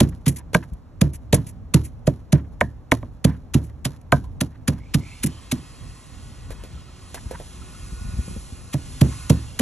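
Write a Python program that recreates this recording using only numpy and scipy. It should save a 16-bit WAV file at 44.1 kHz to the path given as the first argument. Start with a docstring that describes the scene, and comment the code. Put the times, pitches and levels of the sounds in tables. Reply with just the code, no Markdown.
"""Traffic rumbles far off throughout, as shaped noise, while a wooden pestle pounds garlic and chilies in a mortar.
Each blow crunches (noise grains), thuds and knocks (sums of decaying modes), then pulp grinds and squelches.
Near the middle a machine swishes up to speed, then hisses and whines (resonant noise, wandering sines).
Wind buffets the microphone (short distorted swings), mostly in the pause after the machine has started, among
touches, rubs and soft blips; pounding resumes near the end."""
import sys
import numpy as np
from scipy import signal
from scipy.fft import rfft, irfft, next_fast_len
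from scipy.io import wavfile
from scipy.ndimage import uniform_filter1d, minimum_filter1d

SR = 44100
rng = np.random.default_rng(int(sys.argv[2]) if len(sys.argv) > 2 else 0)


def transcribe(u):
    """Save the signal u as a 16-bit wav file named by the first command-line argument.

    u: samples, shape (n,) or (channels, n), limited to [-1, 1]; the rate is SR.
    q: integer samples, one column per channel.
    """
    v = np.clip(np.atleast_2d(u).T, -1, 1)
    q = np.round(v * 32767).astype(np.int16)
    wavfile.write(sys.argv[1], SR, q)


N = 423801

# Spectrum of the far rumble: (frequency [Hz], density [dB per Hz])
FAR_SPECTRUM = [(12, -28), (20, -7), (43, 5), (100, -2), (217, -14.5), (254, -12), (351, -24), (483, -24),
                (1050, -30.5), (2900, -50.5), (12000, -56.5), (15600, -105), (22000, -120)]
# Phase by which the left port leads the right: (frequency [Hz], lead [rad])
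LEFT_LEAD = [(0, 0), (950, .6), (1460, 0), (2930, .8), (4390, 1.5), (5340, 5.3), (5770, 6.1), (8440, 9.1),
             (9560, 9.7), (12000, 12.3), (15500, 15.6)]
# Level of the left port over the right: (frequency [Hz], level [dB])
LEFT_GAIN = [(60, -.5), (200, -2), (700, -4.5), (1290, -1), (2380, -1.5), (4400, -.3), (15000, 0)]
# Pestle blows: (time [s], thud level [dB], thud centre [Hz], knock level [dB], knock centre [Hz],
# crunch level [dB])
BLOWS = [(.006, -1.5, 223, -10, 637, -12.5), (.268, -10, 137.8, -24, 480, -23),
         (.547, -11, 165.5, 0.5, 1640, -17.5), (1.016, -4.5, 155.4, -12, 513, -16.5),
         (1.329, -2.5, 125, -1, 483, -10.5), (1.744, -5.5, 153, -16.5, 525, -15),
         (2.074, -9.5, 141, -4.5, 556, -20.5), (2.329, -5, 149, -15, 570, -21.5),
         (2.611, -15.5, 207.8, 2.5, 1775, -24), (2.918, -12.5, 258, -2, 1880, -14.5),
         (3.028, -32.5, 237.5, -28, 1240, -68.5), (3.248, -5.5, 157, -10.5, 529, -17),
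         (3.546, -7, 225, -26.5, 680, -18.5), (3.854, -17, 133.5, -24.5, 660, -18.5),
         (4.123, -7, 133.2, 6.5, 1546, -11), (4.413, -14.5, 132.5, -20.5, 585, -19.5),
         (4.682, -9, 126, -20.5, 505, -17), (4.946, -10, 140, -26.5, 490, -17),
         (5.24, -13, 192.3, -32.5, 560, -26.5), (5.522, -14, 237, -27.5, 630, -18.5),
         (8.741, -15.5, 132, -25, 646, -29.5), (9.015, -2.5, 128.4, -15, 588, -17),
         (9.3, -4.5, 131.5, -9.5, 484, -13.5), (9.596, -13, 186, -15, 557, -17)]
# Modes of the boards under the mortar: (frequency [Hz], level [dB], T60 [s])
BOARD_MODES = [(72.3, -7.5, 0.92), (107.9, -11, 0.98), (137.7, 5.5, 0.28), (165.3, 4.5, 0.099),
               (207, -4.5, 0.018), (257.6, 0, 0.21), (296, -5, 0.22), (346.5, -8.5, 0.19),
               (388, -15, 0.072)]
# Modes of mortar and pestle: (frequency [Hz], level [dB], T60 [s])
WOOD_MODES = [(467.6, 6, 0.078), (529, 17, 0.035), (613.3, 12.5, 0.062), (683.6, 2.5, 0.084),
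              (740.6, -5, 0.022), (849.5, 1.5, 0.039), (905, -9.5, 0.13), (1010, -6, 0.1), (1044, 0, 0.067),
              (1203, -6, 0.062), (1305, -6.5, 0.017), (1440, -14, 0.039), (1551, -5.5, 0.056),
              (1756, 2, 0.013), (1830, -11.5, 0.026), (2264, -2.5, 0.036), (2520, -15.5, 0.014),
              (3050, 1, 0.0076), (3390, -12, 0.019), (3980, -10.5, .01)]
# Spectrum of snapping fibres: (frequency [Hz], density [dB per Hz])
CRUNCH_SPECTRUM = [(300, -51.5), (900, -4), (2000, 1), (3500, 0.5), (5500, -2.5), (8000, 0.5), (10500, 3),
                   (13000, -14.5), (16000, -19.5)]
# Spectrum of the sticky crackle: (frequency [Hz], density [dB per Hz])
STICKY_SPECTRUM = [(300, -12.5), (1000, 1.5), (2000, -12), (4000, -7.5), (8000, -12), (11000, -5.5),
                   (13000, -31)]
# Spectrum of pressed or rubbed pulp: (frequency [Hz], density [dB per Hz])
SQUASH_SPECTRUM = [(300, -26), (780, -2), (950, 12), (1200, 0), (1750, 6), (2400, -5), (5000, -17),
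                   (12000, -39)]
# Pulp squirting under a blow or squelching at the lift: (time [s], level [dB], length [s])
SQUELCHES = [(0.087, -45, 0.02), (0.278, -21.5, 0.033), (0.289, -42, 0.094), (0.36, -35, 0.05),
             (0.634, -51.5, 0.021), (0.734, -49.5, .012), (1.132, -39.5, 0.053), (1.338, -23.5, 0.041),
             (1.465, -39.5, 0.063), (1.835, -41, 0.078), (2.06, -49.5, 0.033), (3.633, -49, 0.064),
             (4.013, -49, .01), (4.7, -41, 0.012), (5.232, -23.5, 0.03), (5.261, -24.5, 0.029)]
# Spectrum of the squelches: (frequency [Hz], density [dB per Hz])
WET_SPECTRUM = [(500, -45), (2000, 3.5), (4000, -3.5), (7000, 5), (10500, 13.5), (13000, -7), (16000, -5.5)]
# Pestle or fingers rubbing over pulp and wood: (time [s], level [dB], length [s])
RUBS = [(0.372, -54, .05), (0.623, -50, 0.041), (2.35, -49, 0.087), (3.274, -52.5, 0.12),
        (3.908, -52, 0.068), (4.511, -58, 0.066), (4.716, -54, 0.11), (6.577, -52, 0.1),
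        (7.161, -49, 0.049), (7.236, -57, 0.11), (7.321, -47, 0.059), (6.495, -49, 0.071), (7.383, -59, .1),
        (9.12, -50, .05), (9.415, -46, .045)]
# Light touches of pestle and hand on the mortar: (time [s], knock level [dB], knock centre [Hz],
# rasp level [dB])
TOUCHES = [(0.531, -25.5, 550, -36.5), (2.521, -47, 1766, -59.5), (4.241, -41.5, 1000, -54),
           (6.504, -28.5, 558, -35), (6.635, -33.5, 497, -39.5), (7.143, -26.5, 738, -32.5),
           (7.309, -22, 557, -39.5), (7.398, -28, 580, -46)]
# Strong wind buffets: (time [s], level [dB], centre [Hz])
BUFFETS = [(0.719, -20.5, 64.2), (6.607, -27, 53.3), (7.259, -23.5, 75), (7.824, -26, 51.3),
           (7.921, -23, 63.4), (8.011, -22, 78.6), (8.05, -17.5, 53), (8.085, -22, 79.3),
           (8.186, -15.5, 83), (8.279, -26, 199), (8.31, -27, 208), (8.365, -23.5, 72.6),
           (8.523, -23.5, 93), (8.363, -24, 202)]
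# Strength of the small wind puffs: (time [s], level [dB])
GUST = [(6.199, -51), (6.5, -34), (6.9, -41), (7.4, -31), (7.7, -38.5), (8.15, -22.5), (8.6, -46)]
# Machine noise: (time [s], hiss level [dB], treble level [dB])
MACHINE_LEVELS = [(4.6, -77, -94.5), (5.08, -52, -47), (6.27, -53.5, -44.5), (6.87, -53.5, -51),
                  (7.08, -53, -44.5), (8.3, -50, -37.5), (8.67, -54, -44), (9.13, -46, -33),
                  (9.61, -51, -45)]
# Spectrum of the hiss: (frequency [Hz], density [dB per Hz])
HISS_SPECTRUM = [(300, -25), (800, -6), (2500, -4), (4200, -5.5), (7000, -10.5), (8500, -7), (11000, -33)]
# Climbing swishes while the machine gathers speed: (time [s], length [s], start [Hz], end [Hz], level [dB])
SWISHES = [(4.78, .18, 1950, 2650, -54), (4.97, .26, 1850, 3000, -48), (5.02, .26, 2000, 2450, -51),
           (5.15, .55, 2700, 3600, -56)]
# Blurred tones at full speed: (frequency [Hz], level against the hiss [dB], loudest at [s], fade [dB per s])
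WHINE_TONES = [(366, -8, 6.6, 3), (1098, -13, 7.4, 2), (1458, -11, 6.4, 6), (1449, -6, 8.25, 14),
               (1452, -10, 9.2, 25), (1938, -9, 6.0, 8), (2444, -10, 8.2, 14), (2750, -13, 9.3, 12),
               (3295, -12, 7.4, 2), (4048, -12, 8.4, 14)]
# Short soft blips in pairs: (time [s], level [dB], frequency [Hz])
BLIPS = [(6.771, -48, 1320), (6.879, -48, 1305), (7.614, -45, 1330), (7.744, -49, 1320)]

FAR_DB = -40
LOW_SWELL_DB, LOW_SWELL_HZ = 3, 250   # only the bass of the far rumble swells
LEAD_S = 0.0023   # crunch before the impact, for crunch and knock at 0 dB
LEAD_HALVES_DB, BARE_KNOCK_DB = 15, 29   # the lead halves per this rise of the crunch, of the knock
REBOUND_DB, RUMBLE_DB = -2.5, -10   # against the thud
KNOCK_FOCUS_DB = 25   # how narrowly a knock favours the modes near its centre
BOWL_DB, BOWL_T60_S = -38, .2   # the bowl rings on; level against the knock
CRACKLE_DB = -21.5   # against the crunch
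GRIND_DB, GRIND_S = -40, .11   # pestle pressed on the pulp; level against the thud
LIFT_DB, LIFT_S, LIFT_AFTER_S = -54, .06, .118   # then it scrapes free; level against the thud, mean delay
SCUFF_DB, SCUFF_S = -27, 0.022   # each touch drags a little; level against its knock
PUFF_GAP_S, PUFF_HZ = 0.051, 69.5   # typical spacing and pitch of the small puffs
STREAK_DB, STREAK_HZ = 5.5, 45   # depth and spacing of the narrow resonances in the hiss
PLAIN_HISS_DB = -12.5   # plain hiss, alike and unshifted in both ports, against the streaky hiss
FULL_SPEED_S, TONE_BLUR_HZ, TONE_WANDERS_DB = 5.6, 4.0, 2.0
BLIP_S = 0.023
CUTOFF_HZ = 16000


def amp(db):
    """Logarithmic level: 20 dB is a factor of ten in pressure."""
    return 10 ** (np.asarray(db) / 20)


def at_hz(points, hz):
    """Logarithmic frequency scale: points are joined by straight lines over log frequency."""
    known_hz, values = np.array(points).T
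    return np.interp(np.log(hz + 1), np.log(known_hz + 1), values)


def in_time(rows):
    """Linear interpolation: each column becomes a curve over the whole scene."""
    s, *columns = np.transpose(rows)
    return [np.interp(np.arange(N) / SR, s, column) for column in columns]


def filtered(order, hz, kind, x):
    """Butterworth filtering: a flat passband with smooth slopes."""
    return signal.sosfilt(signal.butter(order, hz, kind, fs=SR, output="sos"), x)


def coloured(x, spectrum):
    """Spectral shaping: each frequency is weighted by the spectrum; rms 1."""
    size = next_fast_len(N)
    weights = amp(at_hz(spectrum, np.arange(size // 2 + 1) * SR / size))
    y = irfft(rfft(x, size) * weights, size)[..., :N]
    return y / np.sqrt(np.mean(y ** 2))


def drift(rate_hz, size=N):
    """Slow random modulation: chance values joined by lines, spread about 1."""
    steps = rng.standard_normal(int(size / SR * rate_hz) + 2)
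    return np.interp(np.arange(size) / SR * rate_hz, np.arange(len(steps)), steps) * np.sqrt(3 / 2)


def add(out, s, x):
    """Superposition: an event is summed in at its time."""
    i = max(round(s * SR), 0)
    out[i:i + len(x)] += x[:N - i]


def peak_one(x):
    """Normalization: the largest excursion becomes 1."""
    return x / np.max(np.abs(x))


def hump(length_s, skew):
    """Sine-squared envelope: a smooth rise and fall; skew under 1 peaks early."""
    return np.sin(np.linspace(0, 1, max(int(length_s * SR), 9)) ** skew * np.pi) ** 2


def swell(lead_s, t60, tail_db, tail_t60):
    """Two-stage decay: grows to its peak, dies fast and leaves a fainter tail."""
    t = np.arange(SR // 4) / SR
    rise = np.linspace(0, 1, max(int(lead_s * SR), 2)) ** 1.24
    return np.r_[rise, amp(-60 * t / t60) + amp(tail_db - 60 * t / tail_t60)]


def grains(per_s, spread_db):
    """Shot noise of snapping fibres: random clicks of uneven size over a little noise."""
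    sizes = amp(spread_db * np.minimum(rng.exponential(1, N), 4)) * rng.choice([-1, 1], N)
    clicks = sizes * (rng.random(N) < per_s / SR)
    return clicks + 0.31 * rng.standard_normal(N)


def ports(x):
    """Two-port stereo cues: both ports hear one sound, the left slightly earlier and weaker in the low middle."""
    size = next_fast_len(N + 999)
    hz = np.arange(size // 2 + 1) * SR / size
    lead = np.interp(hz, *np.transpose(LEFT_LEAD))
    half = amp(at_hz(LEFT_GAIN, hz) / 2) * np.exp(.5j * lead)   # each port takes half the difference
    return irfft(rfft(x, size) * np.array([half, 1 / half]), size)[:, :N]


def far_rumble():
    """Diffuse field: distant traffic is shaped noise, partly different at each port, with swelling bass."""
    mid, side = coloured(rng.standard_normal((2, N)), FAR_SPECTRUM)
    far = amp(FAR_DB) * (ports(mid) + 0.44 * side * [[1], [-1]])
    bass = filtered(1, LOW_SWELL_HZ, "low", far)
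    return far + (amp(LOW_SWELL_DB * drift(8)) - 1) * bass


def crunching():
    """Brittle fracture: fibres snap in a burst that leads up to each impact; touches rasp."""
    envelope = np.zeros(N)
    for s, _, _, knock_db, _, crunch_db in BLOWS:
        lead_s = LEAD_S * 2 ** -(crunch_db / LEAD_HALVES_DB + knock_db / BARE_KNOCK_DB)
        add(envelope, s - lead_s, amp(crunch_db) * swell(lead_s, 0.021, -28.0, 0.14))
    for s, _, _, rasp_db in TOUCHES:
        add(envelope, s, amp(rasp_db) * swell(0.0017, 0.091, -51.5, .15))
    return envelope * amp(2 * drift(120)) * coloured(grains(12000, 4), CRUNCH_SPECTRUM)


def strike(modes, centre_hz, focus_db, contact_s, lag_s):
    """Modal synthesis: a half-sine contact force excites modes, those near the centre hardest; peak 1."""
    hz, db, t60 = np.transpose(modes)[:, :, None]
    db = db - focus_db * np.abs(np.log2(hz / centre_hz)) ** 0.26
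    db = db + 2 * rng.standard_normal(hz.shape)   # no two blows land alike
    hz = hz * (1 + .015 * rng.standard_normal(hz.shape))   # the grip shifts the modes a little
    lag = lag_s * (100 / hz - 100 / hz.max())   # low bending waves travel slower
    t = np.maximum(np.arange(int(0.98 * t60.max() * SR)) / SR - lag, 0)
    decay = amp(-60 * t / t60) + amp(15.0 - 60 * t / (.3 * t60))   # most energy leaks away fast
    decay = decay * (1 - np.exp(-t * hz / 0.37))   # each mode builds up over about a cycle
    rings = np.sum(amp(db) * decay * np.sin(2 * np.pi * hz * t), axis=0)
    force = np.sin(np.linspace(0, np.pi, max(int(contact_s * SR), 1) + 2))
    return peak_one(signal.fftconvolve(rings, force))


def rebound(hz):
    """Damped oscillation: the mortar sinks into the boards and swings back, ever slower; peak 1."""
    t = np.arange(SR // 8) / SR
    turns = hz * (t + 0.0034 * (1 - np.exp(-t / 0.0044)))
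    envelope = (1 - np.exp(-t / 0.006)) ** 2 * amp(-60 * (t / 0.083) ** 0.58)
    return peak_one(np.sin(2 * np.pi * turns) * envelope)


def board_thuds():
    """Structure-borne sound: blows set the board modes ringing, with a rebound and a rumble after."""
    out, rumble = np.zeros((2, N))
    for s, thud_db, thud_hz, _, _, _ in BLOWS:
        add(out, s, amp(thud_db) * strike(BOARD_MODES, thud_hz, 1.1, 0.00093, 0.0072))
        add(out, s, amp(thud_db + REBOUND_DB) * rebound(thud_hz))
        add(rumble, s, amp(thud_db + RUMBLE_DB) * swell(0.01, 0.21, -30.0, 1.0))
    boards = [(hz, db) for hz, db, _ in BOARD_MODES] + [(1500, -44.0), (4000, -60)]
    return out + rumble * coloured(rng.standard_normal(N), boards)


def chatter(x):
    """Repeated contact: a light touch skips several times, unevenly and mostly ever softer; peak 1."""
    contacts = np.zeros(SR // 10)
    times = np.cumsum(np.r_[0, rng.uniform(.003, .011, size=5)])
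    contacts[(times * SR).astype(int)] = amp(-4 * np.arange(6) + rng.normal(0, 2, 6))
    return peak_one(signal.fftconvolve(x, contacts))


def wood_knocks():
    """Impact radiation: wood meets wood and the bowl rings on roughly; softer touches chatter."""
    out = np.zeros(N)
    t = np.arange(SR // 4) / SR
    for s, _, _, knock_db, knock_hz, _ in BLOWS:
        add(out, s, amp(knock_db) * strike(WOOD_MODES, knock_hz, KNOCK_FOCUS_DB, .0001, 0.0219))
        bowl = drift(320, size=len(t)) * np.sin(2 * np.pi * knock_hz * t)
        add(out, s, amp(knock_db + BOWL_DB - 60 * t / BOWL_T60_S) * bowl)
    for s, knock_db, knock_hz, _ in TOUCHES:
        touch = strike(WOOD_MODES, knock_hz, 3.0 * KNOCK_FOCUS_DB, .0009, 0.013)
        add(out, s, amp(knock_db) * chatter(touch))
    return out


def crackling():
    """Adhesive release: sticky pulp crackles in clumps after each crunch."""
    envelope = np.zeros(N)
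    for s, *_, crunch_db in BLOWS:
        add(envelope, s, amp(crunch_db + CRACKLE_DB) * swell(0.0058, 0.11, -16.0, 0.55))
    return envelope * amp(4 * drift(60)) * coloured(grains(1200, 5), STICKY_SPECTRUM)


def pressed_pulp():
    """Friction noise: the pestle grinds and scrapes free after blows; touches scuff, pestle or fingers rub."""
    envelope = np.zeros(N)
    for s, thud_db, *_ in BLOWS:
        add(envelope, s, amp(thud_db + GRIND_DB) * hump(GRIND_S, 0.24))
        lift_s = s + LIFT_AFTER_S + 0.021 * rng.standard_normal()
        lift_db = thud_db + LIFT_DB + 2 * rng.standard_normal()
        add(envelope, lift_s, amp(lift_db) * hump(LIFT_S, 0.27))
    for s, db, length_s in RUBS:
        add(envelope, s, amp(db) * hump(length_s, 0.54))
    for s, knock_db, _, _ in TOUCHES:
        add(envelope, s, amp(knock_db + SCUFF_DB) * hump(SCUFF_S, 0.46))
    return envelope * amp(4 * drift(70)) * coloured(grains(3000, 3.5), SQUASH_SPECTRUM)


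def squelching():
    """Amplitude modulation: wet bursts of bright noise, each a smooth hump with a fast flutter."""
    humps = np.zeros(N)
    for s, db, length_s in SQUELCHES:
        add(humps, s, amp(db) * hump(length_s, 0.34))
    return humps * amp(3 * drift(150)) * coloured(grains(12000, 3), WET_SPECTRUM)


def small_puffs():
    """Turbulence: irregularly spaced puffs follow the gust's strength, with chance in level and pitch."""
    gust_s, gust_db = np.transpose(GUST)
    puffs = []
    for i, (late, size, pitch) in enumerate(rng.standard_normal((100, 3))):
        s = gust_s[0] + PUFF_GAP_S * (i + 0.35 * late)
        if s < gust_s[-1]:
            puffs.append((s, np.interp(s, gust_s, gust_db) + 1.2 * size, PUFF_HZ * 2 ** (.25 * pitch)))
    return puffs


def wind():
    """Pressure fluctuation: each puff pushes the membrane, which swings back and forth a few times."""
    out = np.zeros((2, N))
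    for s, db, hz in list(BUFFETS) + small_puffs():
        turns = np.linspace(0, 2.6, int(3.09 * SR / hz)) ** 1.04
        envelope = np.sin(np.pi * (turns / turns[-1]) ** 0.34) ** 2
        shape = np.sin(2 * np.pi * turns) * envelope * rng.choice([-1, 1])
        # steep flanks add overtones
        shape = shape + 0.6 * np.gradient(shape * np.abs(shape)) * SR / (2 * np.pi * hz)
        for port in out:
            add(port, s + rng.uniform(0, 0.0017), amp(db + 1.0 * rng.standard_normal()) * shape)
    return out


def streaky_hiss():
    """Resonant filtering: noise through many narrow resonances, two sets of which come and go."""
    hz = np.arange(STREAK_HZ, SR / 2, STREAK_HZ)
    turn = 1.5 * drift(2.7)
    out = np.zeros(N)
    for weight in (np.cos(turn), np.sin(turn)):
        level_db = at_hz(HISS_SPECTRUM, hz) + STREAK_DB * rng.standard_normal(len(hz))
        out += weight * coloured(rng.standard_normal(N), np.c_[hz, level_db])
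    return out


def treble_band():
    """Band limiting: noise is kept between a gentle lower and a steep upper edge, its level wavering."""
    treble = filtered(2, 7800, "high", rng.standard_normal(N))
    upper_edge = signal.cheby2(10, 50, 12300, fs=SR, output="sos")
    return signal.sosfilt(upper_edge, treble) * amp(0.97 * drift(7.5))


def swishing():
    """Frequency sweep: narrow-band noise climbs, fast at first, as the machine gathers speed."""
    out = np.zeros(N)
    for s, length_s, from_hz, to_hz, db in SWISHES:
        shape = hump(length_s, .7)
        hz = from_hz + (to_hz - from_hz) * np.linspace(0, 1, len(shape)) ** .8
        carrier = np.sin(2 * np.pi * np.cumsum(hz) / SR)
        add(out, s, amp(db) * shape * drift(420, size=len(shape)) * carrier)
    return out


def whining(hiss_db):
    """Frequency modulation: tones blurred by random pitch drift, each fading either side of its loudest time."""
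    t = np.arange(N) / SR
    running = np.clip((t - FULL_SPEED_S) / 0.49 + 1, 0, 1)
    out = np.zeros(N)
    for hz, db, loudest_s, fade_db in WHINE_TONES:
        level_db = hiss_db + db - fade_db * np.abs(t - loudest_s)
        level_db = level_db + TONE_WANDERS_DB * drift(3.0) + 2.5 * drift(25)
        phase = 2 * np.pi * np.cumsum(hz + TONE_BLUR_HZ * drift(16)) / SR
        out += running * amp(level_db) * np.sin(phase)
    return out


def machine():
    """Superposition: streaky hiss, treble, swishes and whine pass the port cues; plain hiss is alike in both."""
    hiss_db, treble_db = in_time(MACHINE_LEVELS)
    hiss_gain = amp(hiss_db + 0.5 * drift(8.3))
    cued = hiss_gain * streaky_hiss() + amp(treble_db) * treble_band() + swishing() + whining(hiss_db)
    plain_hiss = hiss_gain * coloured(rng.standard_normal(N), HISS_SPECTRUM)
    return ports(cued) + amp(PLAIN_HISS_DB) * plain_hiss


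def soft_blips():
    """Windowed tones: short sines of one pitch under a smooth hump."""
    out = np.zeros(N)
    for s, db, hz in BLIPS:
        shape = hump(BLIP_S, 0.67)
        add(out, s, amp(db) * shape * np.sin(2 * np.pi * hz * np.arange(len(shape)) / SR))
    return out


def wall_echo(x):
    """Reflection: a dull echo off a nearby wall reaches the two ports with opposite sign."""
    late = np.r_[np.zeros(int(.005 * SR)), x][:N]
    return amp(-13.5) * filtered(1, [250, 1200], "band", late) * [[1], [-1]]


def scene():
    """Superposition: the pressures of all sources add at the two ports."""
    blows = crunching() + board_thuds() + wood_knocks() + crackling() + pressed_pulp() + soft_blips()
    return far_rumble() + ports(blows + squelching()) + wall_echo(blows) + wind() + machine()


def record(dry):
    """Dynamic compression: the bass rolls off, a fast limiter holds the blows down, the top is cut."""
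    x = filtered(2, 45, "high", dry)
    room_left = np.minimum(1, .88 / (np.max(np.abs(x), axis=0) + 1e-9))
    gain = uniform_filter1d(minimum_filter1d(room_left, size=177), size=89)   # sizes in samples
    top_cut = signal.cheby2(12, 70, CUTOFF_HZ, fs=SR, output="sos")
    return signal.sosfilt(top_cut, x * gain)


dry = scene()
out = record(dry)
transcribe(out)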